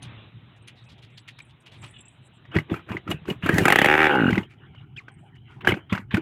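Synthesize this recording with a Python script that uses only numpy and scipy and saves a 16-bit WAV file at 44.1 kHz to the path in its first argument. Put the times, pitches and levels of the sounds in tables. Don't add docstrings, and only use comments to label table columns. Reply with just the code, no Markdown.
import sys
import numpy as np
from scipy import signal
from scipy.fft import rfft, irfft, next_fast_len
from scipy.io import wavfile
from scipy.ndimage import uniform_filter1d, map_coordinates

SR = 44100
rng = np.random.default_rng(int(sys.argv[2]) if len(sys.argv) > 2 else 0)


def undo_db(level):
    steps = np.asarray(level, float) / 20
    return 10 ** steps


def file_out(sig):
    cols = np.atleast_2d(sig).T
    lim = np.clip(cols, -1, 1)
    pcm = np.round(lim * 32767).astype(np.int16)
    wavfile.write(sys.argv[1], SR, pcm)


N = 273861
T = np.arange(SR // 8) / SR
CLOCK = np.arange(N) / SR

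# start in seconds, relative bark level in dB, bark pitch in Hz, bark length in seconds,
# relative puff level in dB.
POPS = [(3.4907, -10, 1555, 0.0068, -3.5), (3.582, -11, 1840, 0.0046, -4.5), (3.654, -6, 1470, 0.0021, -5),
        (3.6814, -5, 1640, 0.0025, -12.5), (3.7017, -6, 1920, 0.0032, -7.5), (3.723, -2, 1855, 0.0027, -14),
        (3.7576, -5, 1950, 0.0023, -11), (3.787, -5, 1810, 0.0033, -8), (3.816, -6, 1850, 0.0026, -5),
        (3.8444, -6.5, 1900, 0.0027, -12.5), (3.858, -9.5, 2050, 0.0043, -6),
        (5.672, -8, 1544, 0.0058, -8.5), (5.72, -15, 2050, 0.0046, -8.5)]
CUT_S, STALL_S = 4.078, 4.295


def engine():
    # frequency in Hz, relative level in dB.
    case = [(120, -1), (200, 5), (228, -6.5), (320, 6.5), (518, -7.5), (613, -10), (775, -9), (1020, -9.5),
            (1900, -9.5), (2570, -12.5), (2850, -14), (3330, -22), (4500, -68), (5850, -61.5), (9900, -120)]
    # frequency in Hz, relative level in dB.
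    churn = [(150, -31), (300, -5), (520, -5.5), (800, -6.5), (1050, -9.5), (1500, -5), (2000, -3),
             (2800, -5.5), (3400, -14), (4500, -38.5), (9900, -120)]
    # frequency in Hz, relative level in dB.
    treble = [(2240, -54), (3800, -10), (5520, -17), (6850, -13), (10300, -18), (12000, -14),
              (15500, -25.5)]
    wake_s = 0.0087
    kick, kick_blast = kicked()
    run, run_blast = running()
    rattle_db, treble_db = rattle_levels()
    clumps = unit(np.convolve(rng.standard_normal(N), np.hanning(64), "same"))
    grains = unit(undo_db(1.65 * clumps))

    firing = (CLOCK > POPS[3][0]) & (CLOCK < STALL_S)
    colour = np.where(firing, noise(churn, patchy_db=5.5), noise(case, patchy_db=5.5))
    rattle = undo_db(rattle_db) * grains * colour
    gas = 0.05 * kick_blast * noise(churn, patchy_db=1.5)
    decay = np.exp(-T / wake_s) / (wake_s * SR)
    wake = np.convolve(kick_blast + 0.35 * run_blast, decay)[:N]
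    gas = gas + 0.065 * wake * noise(churn, patchy_db=4)

    spray = undo_db(treble_db - 6.5) * (grains + 5 * kick_blast + 3 * run_blast)
    bright = spray * noise(treble, patchy_db=1.5)
    aside = spray * noise(treble, patchy_db=3)
    dull = filtered(kick + run, lambda hz: (1 + 1j * hz / 4200) ** -4)
    motor = dull + rattle + gas + drags() * grains + bright
    return motor, aside + undo_db(rattle_db - 20.5) * noise(case, patchy_db=15.5)


def running():
    # time in seconds, speed in turns per second.
    crank = [(3.8447, 71.9), (3.93, 75.7), (4.01, 78.8), (4.08, 76.5), (4.14, 69.0), (4.2, 59.1),
             (4.26, 43.0), (4.31, 40), (4.335, 26), (4.345, 19), (4.39, 20), (4.415, 14)]
    weak_turns = [0, 1, 2, 9, 18]
    weak_db = -8
    fire_start_db, fire_dies_db_per_s = -9.5, 597
    pipe_dies_db_per_s = 60
    puff_fired_db, puff_coast_db, puff_grows_s = -22.5, -1.5, 0.15
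    puff_hz, puff_hz_per_turn = 85, 3.4
    intake_fired_db, intake_coast_db, intake_fades_db_per_s = -25.5, -14, 9
    intake_db_per_turn, slow_turns_per_s = 4.2, 41.6
    intake_lag_turns, intake_attack_s = .41, .0012

    speed = curves(crank, 0)[0]
    angle = np.cumsum(speed) / SR
    since = np.maximum(CLOCK - CUT_S, 0)
    coast = np.clip(since / puff_grows_s, 0, 1)
    fire_db = fire_start_db - fire_dies_db_per_s * since
    puff_db = puff_fired_db + (puff_coast_db - puff_fired_db) * np.sqrt(coast)
    intake_db = np.where(since > .012, intake_coast_db - intake_fades_db_per_s * since, intake_fired_db)
    intake_db = intake_db - intake_db_per_turn * np.maximum(slow_turns_per_s - speed, 0)
    turns = np.arange(int(angle[-1]) + 1)
    opens = np.searchsorted(angle, turns + 1e-6)
    sucks = np.searchsorted(angle, turns + intake_lag_turns)
    size_db = fire_db[opens] + weak_db * np.isin(turns, weak_turns) + rng.normal(0, 1.0, len(turns))

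    out, fires, blast = np.zeros(N), np.zeros(N), np.zeros(N)
    for i, db in zip(opens, size_db):
        s = i / SR
        add(out, s - .0002, undo_db(db + 3) * bark(1740, .0015, rough=.015, attack=.00012))
        add(out, s + 0.0014, -undo_db(db - 5) * bark(2200, .0026, rough=.03, attack=.00012))
        add(out, s + 0.0004, undo_db(db - 8.5) * np.hanning(150))
        pipe_db = db + 11.5 + (fire_dies_db_per_s - pipe_dies_db_per_s) * since[i]
        add(fires, s + .0001, undo_db(pipe_db) * np.hanning(11))
        if i < STALL_S * SR:
            slug = puff(puff_hz + puff_hz_per_turn * speed[i], cycles=7.1)
            add(out, s, undo_db(puff_db[i] - 2.5) * slug)
        add(out, s + 0.00387, -undo_db(db - 11.5) * np.hanning(44))
        add(blast, s, undo_db(db + 6) * (T / .0011) * np.exp(1 - T / .0011))
    for i in sucks[sucks < STALL_S * SR]:
        gulp = ring(rng.normal(1490, 10), 0.015, intake_attack_s) + 0.13 * ring(2840, 0.06, 0.003)
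        add(out, i / SR, undo_db(intake_db[i] + 9.5 + rng.normal(0, 1)) * gulp)
    out = out + filtered(fires, pipe)
    return filtered(out, lambda hz: (1j * hz / (70 + 1j * hz)) ** 2), blast


def kicked():
    pop, pop_blast = single_pops()
    knock, knock_blast = knocks()
    return pop + unfired_puffs() + knock, pop_blast + knock_blast


def single_pops():
    return_s = .0185
    out, blast, fires = np.zeros(N), np.zeros(N), np.zeros(N)
    for s, db, hz, length, puff_db in POPS:
        add(out, s, undo_db(db) * bark(hz, length, rough=.035, attack=.00012))
        add(out, s + 0.004, undo_db(puff_db) * puff(300, cycles=5))
        add(out, s + return_s, undo_db(db - 9) * puff(340, cycles=4))
        add(fires, s + 0.00027, undo_db(db + 7) * np.hanning(11))
        add(blast, s, undo_db(db + 18.5) * (T / 0.0032) * np.exp(1 - T / 0.0018))
    return out + filtered(fires, pipe), blast


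def unfired_puffs():
    # time in seconds, relative level in dB, pitch in Hz.
    puff_rows = [(2.565, -15, 156), (2.566, -12, 323), (2.592, -30, 245), (2.745, -23.5, 364),
                 (2.775, -38, 326), (2.722, -20, 172), (2.91, -23.5, 188), (2.952, -22.5, 325),
                 (3.073, -30.5, 297), (3.095, -23.5, 176), (3.146, -29, 137), (3.222, -37.5, 153),
                 (3.283, -28.5, 260), (3.358, -39.5, 200), (3.44, -21, 165), (3.463, -17, 282),
                 (3.54, -13, 166), (3.564, -14.5, 288), (3.617, -16, 174), (4.304, -16, 228),
                 (4.33, -13.5, 179), (4.378, -14, 332), (4.383, -14, 197), (5.725, -16.5, 192),
                 (4.411, -27.5, 183), (5.643, -37.5, 173), (5.693, -12, 348), (5.997, -31.5, 199),
                 (5.928, -14.5, 186), (5.93, -25.5, 373), (6.145, -11, 191), (6.148, -27, 375)]
    swell_s = 0.00493
    return_s, return_db = .026, -12.5
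    thump_hz, thump_db = 107.2, -2
    out = np.zeros(N)
    for s, db, hz in puff_rows:
        for k in range(3):
            slug = puff(hz, cycles=7.87, attack=swell_s)
            add(out, s - swell_s + k * return_s, undo_db(db + 11.0 + k * return_db) * slug)
        add(out, s - swell_s, undo_db(db + thump_db) * ring(thump_hz, 0.089, swell_s))
    return out


def knocks():
    # time in
    # seconds, relative level in dB, pitch of the blow in Hz.
    knock_rows = [(2.452, -34, 1900), (2.515, -32, 2890), (2.543, -22, 1345), (2.5523, -15, 2440),
                  (2.5645, -4, 1900), (2.586, -9.5, 2050), (2.602, -26, 2800), (2.74, -15.5, 1345),
                  (2.793, -32, 1345), (2.8903, -22, 1430), (2.9168, -14.5, 1050), (2.968, -15.5, 2050),
                  (3.076, -17.5, 1345), (3.1032, -17, 1050), (3.1127, -9, 2890), (3.2545, -24, 1050),
                  (3.28, -20.5, 1500), (3.3, -13, 2890), (3.461, -3.5, 1420), (3.541, -9, 2290),
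                  (4.1508, -11.5, 845), (4.305, -7.5, 2290), (4.329, -9.5, 2050), (4.3545, -11, 1500),
                  (4.378, -7, 2070), (4.431, -30.5, 2890), (4.7476, -34, 1050), (5.0816, -24.5, 1500),
                  (5.647, -11.5, 1500), (5.688, -7.5, 2050), (5.692, -19, 2890), (5.707, -9.5, 1500),
                  (5.7396, -13, 1500), (5.925, -3.5, 2290), (5.95, -11, 1500), (5.9768, -12.5, 1500),
                  (6.143, -2, 2390), (6.169, -9, 1500)]
    # frequency in Hz, relative level in dB, t60 in seconds.
    gear_modes = [(845, -1.5, 0.056), (1050, 1, 0.0089), (1345, 1.5, 0.017), (1500, -1.5, 0.016),
                  (1900, -3.5, 0.017), (2050, 6.5, 0.013), (2290, -4, 0.0087), (2450, -5, 0.02),
                  (2920, -34.5, 0.063), (2890, 1, 0.033)]
    aim_db_per_octave = 110
    out, blast = np.zeros(N), np.zeros(N)
    for s, db, hz in knock_rows:
        grit = .9 + .3 * stepped(30)
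        modes = np.zeros(len(T))
        for f, level, t60 in gear_modes:
            aimed_db = level - aim_db_per_octave * abs(np.log2(f / hz))
            modes += undo_db(aimed_db) * ring(f, t60, 0.0027)
        add(out, s, undo_db(db + 2.5) * modes * grit)
        crack = undo_db(-60 * T / 0.042) * (1 - np.exp(-T / 0.0037)) * rng.standard_normal(len(T))
        add(out, s, undo_db(db - 10.0) * crack)
        add(blast, s, undo_db(db + 8) * (T / 0.0033) * np.exp(1 - T / 0.0017))
    return out, blast


def rattle_levels():
    # time in seconds, relative rattle level in dB.
    work = [(3.4, -79.5), (3.44, -35), (3.5, -31.5), (3.59, -20.5), (3.7, -28.5), (3.85, -29), (4.05, -30),
            (4.15, -31), (4.18, -35.5), (4.3, -32.5), (4.36, -32), (4.39, -35.5), (4.42, -40), (4.46, -57)]
    # time in seconds, relative rattle level in dB, hold in seconds, treble under rattle in dB.
    strokes = [(2.553, -27.5, 0.004, 28.5), (2.581, -42, 0.014, 14), (2.72, -34, 0.049, 23.5),
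               (2.897, -37.5, 0.058, 22.5), (3.107, -29, 0.0044, 13.5), (3.289, -34, 0.023, 14),
               (5.68, -20.5, 0.02, 24.5), (5.753, -40, 0.022, 22), (5.93, -36.5, 0.036, 19),
               (5.98, -50.5, 0.027, 13), (6.148, -30, .02, 22.5)]
    rise_db_per_s, fall_db_per_s = 605, 366
    treble_drop = 1.6
    work_dull_db, coast_dull_db = 17.5, 4.5
    work_db, = curves(work, -99)
    levels = [[work_db, work_db - work_dull_db - coast_dull_db * (CLOCK > CUT_S)]]
    for s, db, hold, under_db in strokes:
        drop_db = rise_db_per_s * np.maximum(s - CLOCK, 0)
        drop_db = drop_db + fall_db_per_s * np.maximum(CLOCK - s - hold, 0)
        levels.append([db - drop_db, db - under_db - treble_drop * drop_db])
    return np.max(levels, axis=0)


def drags():
    # start in seconds, relative level in dB, fading time in seconds.
    bites = [(2.696, -45, 0.038), (2.874, -67, 0.013), (3.424, -37.5, 0.056), (5.607, -40.5, 0.014),
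             (5.896, -44.5, 0.045), (6.108, -38.5, 0.028)]
    # frequency in Hz, relative level in dB.
    pawl = [(600, -32), (1100, -4), (2400, -4.5), (3500, -5), (4500, -33), (9000, -47), (16000, -46)]
    gate = np.zeros(N)
    for s, db, length in bites:
        add(gate, s, undo_db(db) * (1 - np.exp(-T / .001)) * np.exp(-np.square(T / length)))
    return gate * noise(pawl, patchy_db=3.5)


def puff(hz, cycles=6, attack=0.00096):
    return ring(hz, cycles / hz, attack) + .65 * ring(hz * 0.637, cycles / hz, 2 * attack)


def bark(hz, length, rough, attack):
    rises_per_s = 18
    glide = np.cumsum(hz * (1 + rises_per_s * T + rough * stepped(20))) / SR
    choked = .15 * np.exp(-(T - length) / .0014)
    gate = (1 - np.exp(-T / attack)) * np.where(T < length, 1, choked)
    return gate * (np.sin(2 * np.pi * glide) + 0.3 * np.sin(2 * np.pi * 1.43 * glide))


def pipe(f):
    # frequency in Hz, width in Hz, relative level in dB.
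    resonances = [(349, 57, 10), (530, 48, 3.5), (813, 72, 10), (1310, 41, -5.5), (1850, 150, -23),
                  (2270, 61, -1.5), (2800, 180, -18)]
    total = 0
    for k, (centre, width, db) in enumerate(resonances):
        total = total + (-1) ** k * undo_db(db) * 1j * f * width / (centre ** 2 - f * f + 1j * f * width)
    return total


def ground(x):
    tail = rng.standard_normal(len(T)) * undo_db(-60 * T / 0.07)
    delayed = np.pad(tail / np.linalg.norm(tail), (120, 0))
    echo = signal.fftconvolve(x, delayed)[:N]
    return filtered(echo, lambda hz: 1j * hz / (400 + 1j * hz))


def scuffs():
    # start in seconds, relative level in dB, centre in Hz, length scale in seconds.
    scuff_rows = [(0.016, -23.5, 3300, 0.056), (0.56, -51, 7000, .03), (0.837, -49, 6000, 0.027),
                  (1.098, -56, 6440, 0.023), (1.604, -52, 8100, 0.037), (0.67, -24.5, 2880, 0.042),
                  (0.749, -42.5, 3380, 0.087), (0.883, -33, 3680, 0.064), (0.977, -35, 3000, 0.03),
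                  (1.017, -31, 3240, 0.053), (1.171, -26, 3700, 0.032), (1.273, -23, 2900, 0.046),
                  (1.386, -19.5, 2590, 0.011), (1.398, -26, 2450, 0.018), (1.654, -28.5, 2940, 0.046),
                  (1.707, -32, 3130, 0.084), (1.493, -37, 3170, 0.032), (1.814, -28, 1050, 0.074),
                  (1.817, -25.5, 2680, 0.086), (4.49, -35.5, 2270, 0.073), (4.717, -56, 2470, 0.29),
                  (4.956, -32, 2500, 0.077), (5.35, -35, 2030, 0.027), (5.474, -40, 2060, 0.17)]
    sand_db = -14.5
    out = np.zeros(N)
    t = T[:96]
    for s, db, hz, length in scuff_rows:
        grit = rng.standard_normal(len(T)) * undo_db(4.5 * stepped(40))
        grain = np.sin(2 * np.pi * hz * t) * (t * hz) ** 2 * np.exp(-t * hz * 3)
        body = unit(np.convolve(grit, grain)[:len(T)])
        sand = unit(np.convolve(grit, np.ones(3), "same"))
        swell = np.square(T / (0.42 * length) * np.exp(1 - T / (0.31 * length)))
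        add(out, s, undo_db(db - 18.5) * unit(body + undo_db(sand_db) * sand) * swell)
    return out


def jingles():
    # start in seconds, relative level in dB, which bell counted from 0.
    clear = [(.026, -40, 2), (.028, -44, 3), (.676, -44, 2), (.678, -46, 3), (.68, -46, 4), (.6216, -62, 5),
             (1.197, -56, 1), (1.42, -52, 1), (1.448, -60, 2), (1.602, -60, 5), (1.9865, -48, 1),
             (5.116, -60, 5), (5.14, -62, 5), (1.818, -47, 0), (1.84, -50, 1), (1.86, -52, 2),
             (1.908, -50, 2), (2.005, -44, 0), (2.008, -50, 2), (2.053, -48, 0), (2.082, -45, 1)]
    # frequency in Hz, t60 in seconds.
    bells = [(7600, 0.051), (7940, 0.036), (9620, 0.039), (6320, 0.031), (10200, 0.019), (8550, 0.047)]
    # start in seconds, end in seconds, relative level in dB.
    stretches = [(.8, .95, -72), (1.08, 1.22, -72), (1.4, 1.52, -70), (1.72, 2.02, -61), (2.08, 2.2, -68),
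                 (2.21, 2.29, -64), (2.33, 2.38, -66), (5.17, 5.3, -70)]
    # frequency in Hz, relative level in dB.
    rustle = [(5000, -38), (6800, -8.5), (8000, 8), (9600, -3), (11500, -17.5), (16000, -41)]
    tinkles_per_s, rustle_db = 30, -11.5
    faint, swells = [], np.zeros(N)
    for a, b, db in stretches:
        for u, v, w in rng.random((60, 3))[:int(tinkles_per_s * (b - a))]:
            faint.append((a + (b - a) * u, db - 10 * v, int(w * 3)))
        swells += undo_db(db + rustle_db) * np.sin(np.pi * np.clip((CLOCK - a) / (b - a), 0, 1))
    out = noise(rustle, patchy_db=4) * undo_db(5 * wobble(30)) * swells
    for s, db, bell in clear + faint:
        add(out, s, undo_db(db) * ring(*bells[bell], 0.0018) * shake())
    return out


def shake():
    return 1 + .6 * np.interp(T, np.arange(200) * .0007, rng.standard_normal(200))


def near_squeak():
    # time in seconds, pitch in Hz, then relative levels in dB of tone, octave, third partial.
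    squeak = [(4.962, 1450, -70, -65, -80), (4.966, 1550, -52, -40, -70), (4.972, 1750, -50, -48, -62),
              (4.9745, 2000, -55, -60, -62), (4.9755, 2750, -39, -65, -70), (4.979, 2500, -39, -68, -66),
              (4.986, 2420, -36, -66, -63), (4.993, 2250, -40, -63, -67), (5.001, 1850, -52, -62, -75),
              (5.004, 1150, -52, -80, -90), (5.022, 1050, -62, -80, -90)]
    hz, *partials_db = curves(squeak, -120)
    phase = 2 * np.pi * np.cumsum(hz * (1 + .03 * wobble(1200))) / SR
    tone = sum(undo_db(db) * np.sin((k + 1) * phase) for k, db in enumerate(partials_db))
    return undo_db(0.71 * wobble(430)) * tone


def faint_squeaks():
    # start in seconds, length in seconds, pitch in Hz, relative level in dB.
    faint_rows = [(0.763, 0.072, 1925, -58), (0.86, 0.028, 2580, -57), (1.279, 0.015, 2180, -44),
                  (1.315, 0.12, 1900, -60), (1.401, 0.014, 2330, -39.5), (1.933, 0.086, 860, -56),
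                  (1.935, 0.072, 2910, -51), (2.02, 0.082, 2650, -60), (4.754, 0.076, 2920, -57.5)]
    best_hz, db_per_octave = 3400, 12
    out = np.zeros(N)
    drift, flutter, waver_db = wobble(60), wobble(1200), 4 * wobble(150)
    for s, length, hz, db in faint_rows:
        now = slice(round(s * SR), round(s * SR) + len(T))
        phase = 2 * np.pi * np.cumsum(hz * (1 + .012 * drift[now] + .05 * flutter[now])) / SR
        tone = np.zeros(len(T))
        for k in range(1, 5):
            if k * hz < 4000:
                tone += undo_db(-db_per_octave * abs(np.log2(k * hz / best_hz))) * np.sin(k * phase)
        swell = np.sqrt(np.abs(np.sin(np.pi * np.clip(T / length, 0, 1))))
        add(out, s, undo_db(db + waver_db[now]) * swell * tone)
    return out


def yard():
    # time in seconds, relative level in dB.
    traffic = [(0, -50.5), (.05, -39.5), (.24, -44), (.32, -50.5), (1.04, -51.5), (1.6, -54), (1.75, -47),
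               (2.05, -53), (2.4, -51.5), (4.45, -48), (4.8, -47.5), (5.05, -49.5), (5.4, -53), (5.55, -49),
               (6.21, -47)]
    # frequency in Hz, relative level in dB.
    rumble = [(15, -85.5), (25, -24), (43, -9.5), (83, -6), (118, 3), (146, -4), (184, -12), (400, -24),
              (520, -61.5), (880, -120)]
    # frequency in Hz, relative level in dB.
    early_hiss = [(150, -23), (250, -8), (660, -6), (1670, -9.5), (3060, -7.5), (3900, -11.5), (4300, -33),
                  (4700, -58), (8000, -77.5), (16000, -75)]
    # time in seconds, relative level in dB.
    late_hiss = [(4.44, -60.5), (4.6, -58.5), (4.78, -59.5), (4.9, -65), (5.15, -65), (5.3, -63),
                 (5.45, -65), (5.48, -54.5), (5.6, -62), (5.85, -65.5), (6.05, -75), (6.21, -65)]
    # frequency in Hz, relative level in dB.
    banded = [(200, -4.5), (420, -0.5), (570, -12.5), (780, 2), (1100, -9), (1410, -1), (1800, -9.5),
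              (2320, -3.5), (2650, -9.5), (2980, -1.5), (3500, -13), (4000, -22.5), (4500, -60),
              (16000, -73)]
    level_db, = curves(traffic, None)
    out = undo_db(level_db + 1.5 * wobble(14)) * noise(rumble, patchy_db=2.5)
    early = np.arange(N) < late_hiss[0][0] * SR
    out = out + early * undo_db(level_db - 11.5) * noise(early_hiss, patchy_db=2.5)
    return out + undo_db(curves(late_hiss, -120)[0]) * noise(banded, patchy_db=6.0)


def unit(x):
    return x / np.sqrt(np.mean(x ** 2) + 1e-20)


def curves(rows, outside):
    s, *cols = np.transpose(rows)
    return [np.interp(CLOCK, s, c, left=outside, right=outside) for c in cols]


def filtered(x, response):
    m = next_fast_len(N + 8192)
    return irfft(rfft(x, m) * response(np.fft.rfftfreq(m, 1 / SR)), m)[:N]


def noise(spectrum, patchy_db):
    z = signal.stft(rng.standard_normal(N), nperseg=512)[2]
    field = uniform_filter1d(rng.standard_normal(z.shape), size=5, axis=0)
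    field = uniform_filter1d(field, size=8, axis=1)
    x = signal.istft(z * undo_db(patchy_db * unit(field)), nperseg=512)[1][:N]
    f, db = np.transpose(spectrum)
    return unit(filtered(x, lambda hz: undo_db(np.interp(np.log(hz + 1), np.log(f + 1), db))))


def stepped(hold):
    return rng.standard_normal(len(T) // hold + 1).repeat(hold)[:len(T)]


def wobble(rate):
    knots = rng.standard_normal(int(N * rate / SR) + 4)
    return map_coordinates(knots, [np.arange(N) * rate / SR])


def ring(hz, t60, attack):
    return np.sin(2 * np.pi * hz * T) * undo_db(-60 * T / t60) * (1 - np.exp(-T / attack))


def add(track, s, sound):
    part = track[round(s * SR):][:len(sound)]
    part += sound[:len(part)]


def scene():
    motor, spread = engine()
    near = scuffs() + jingles() + near_squeak() + faint_squeaks()
    self_noise = undo_db(-93) * rng.standard_normal(N)
    mid = motor + undo_db(-15) * ground(motor) + near + yard() + self_noise
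    return mid + undo_db(-10.5) * np.outer([1, -1], spread)


def top_cut(x):
    return signal.sosfilt(signal.butter(12, 16480, fs=SR, output="sos"), x)


def record(dry):
    thin = np.array([filtered(side, lambda hz: (1j * hz / (55 + 1j * hz)) ** 3) for side in dry])
    return top_cut(np.tanh(thin * 1.348))


dry = scene()
out = record(dry)
file_out(out)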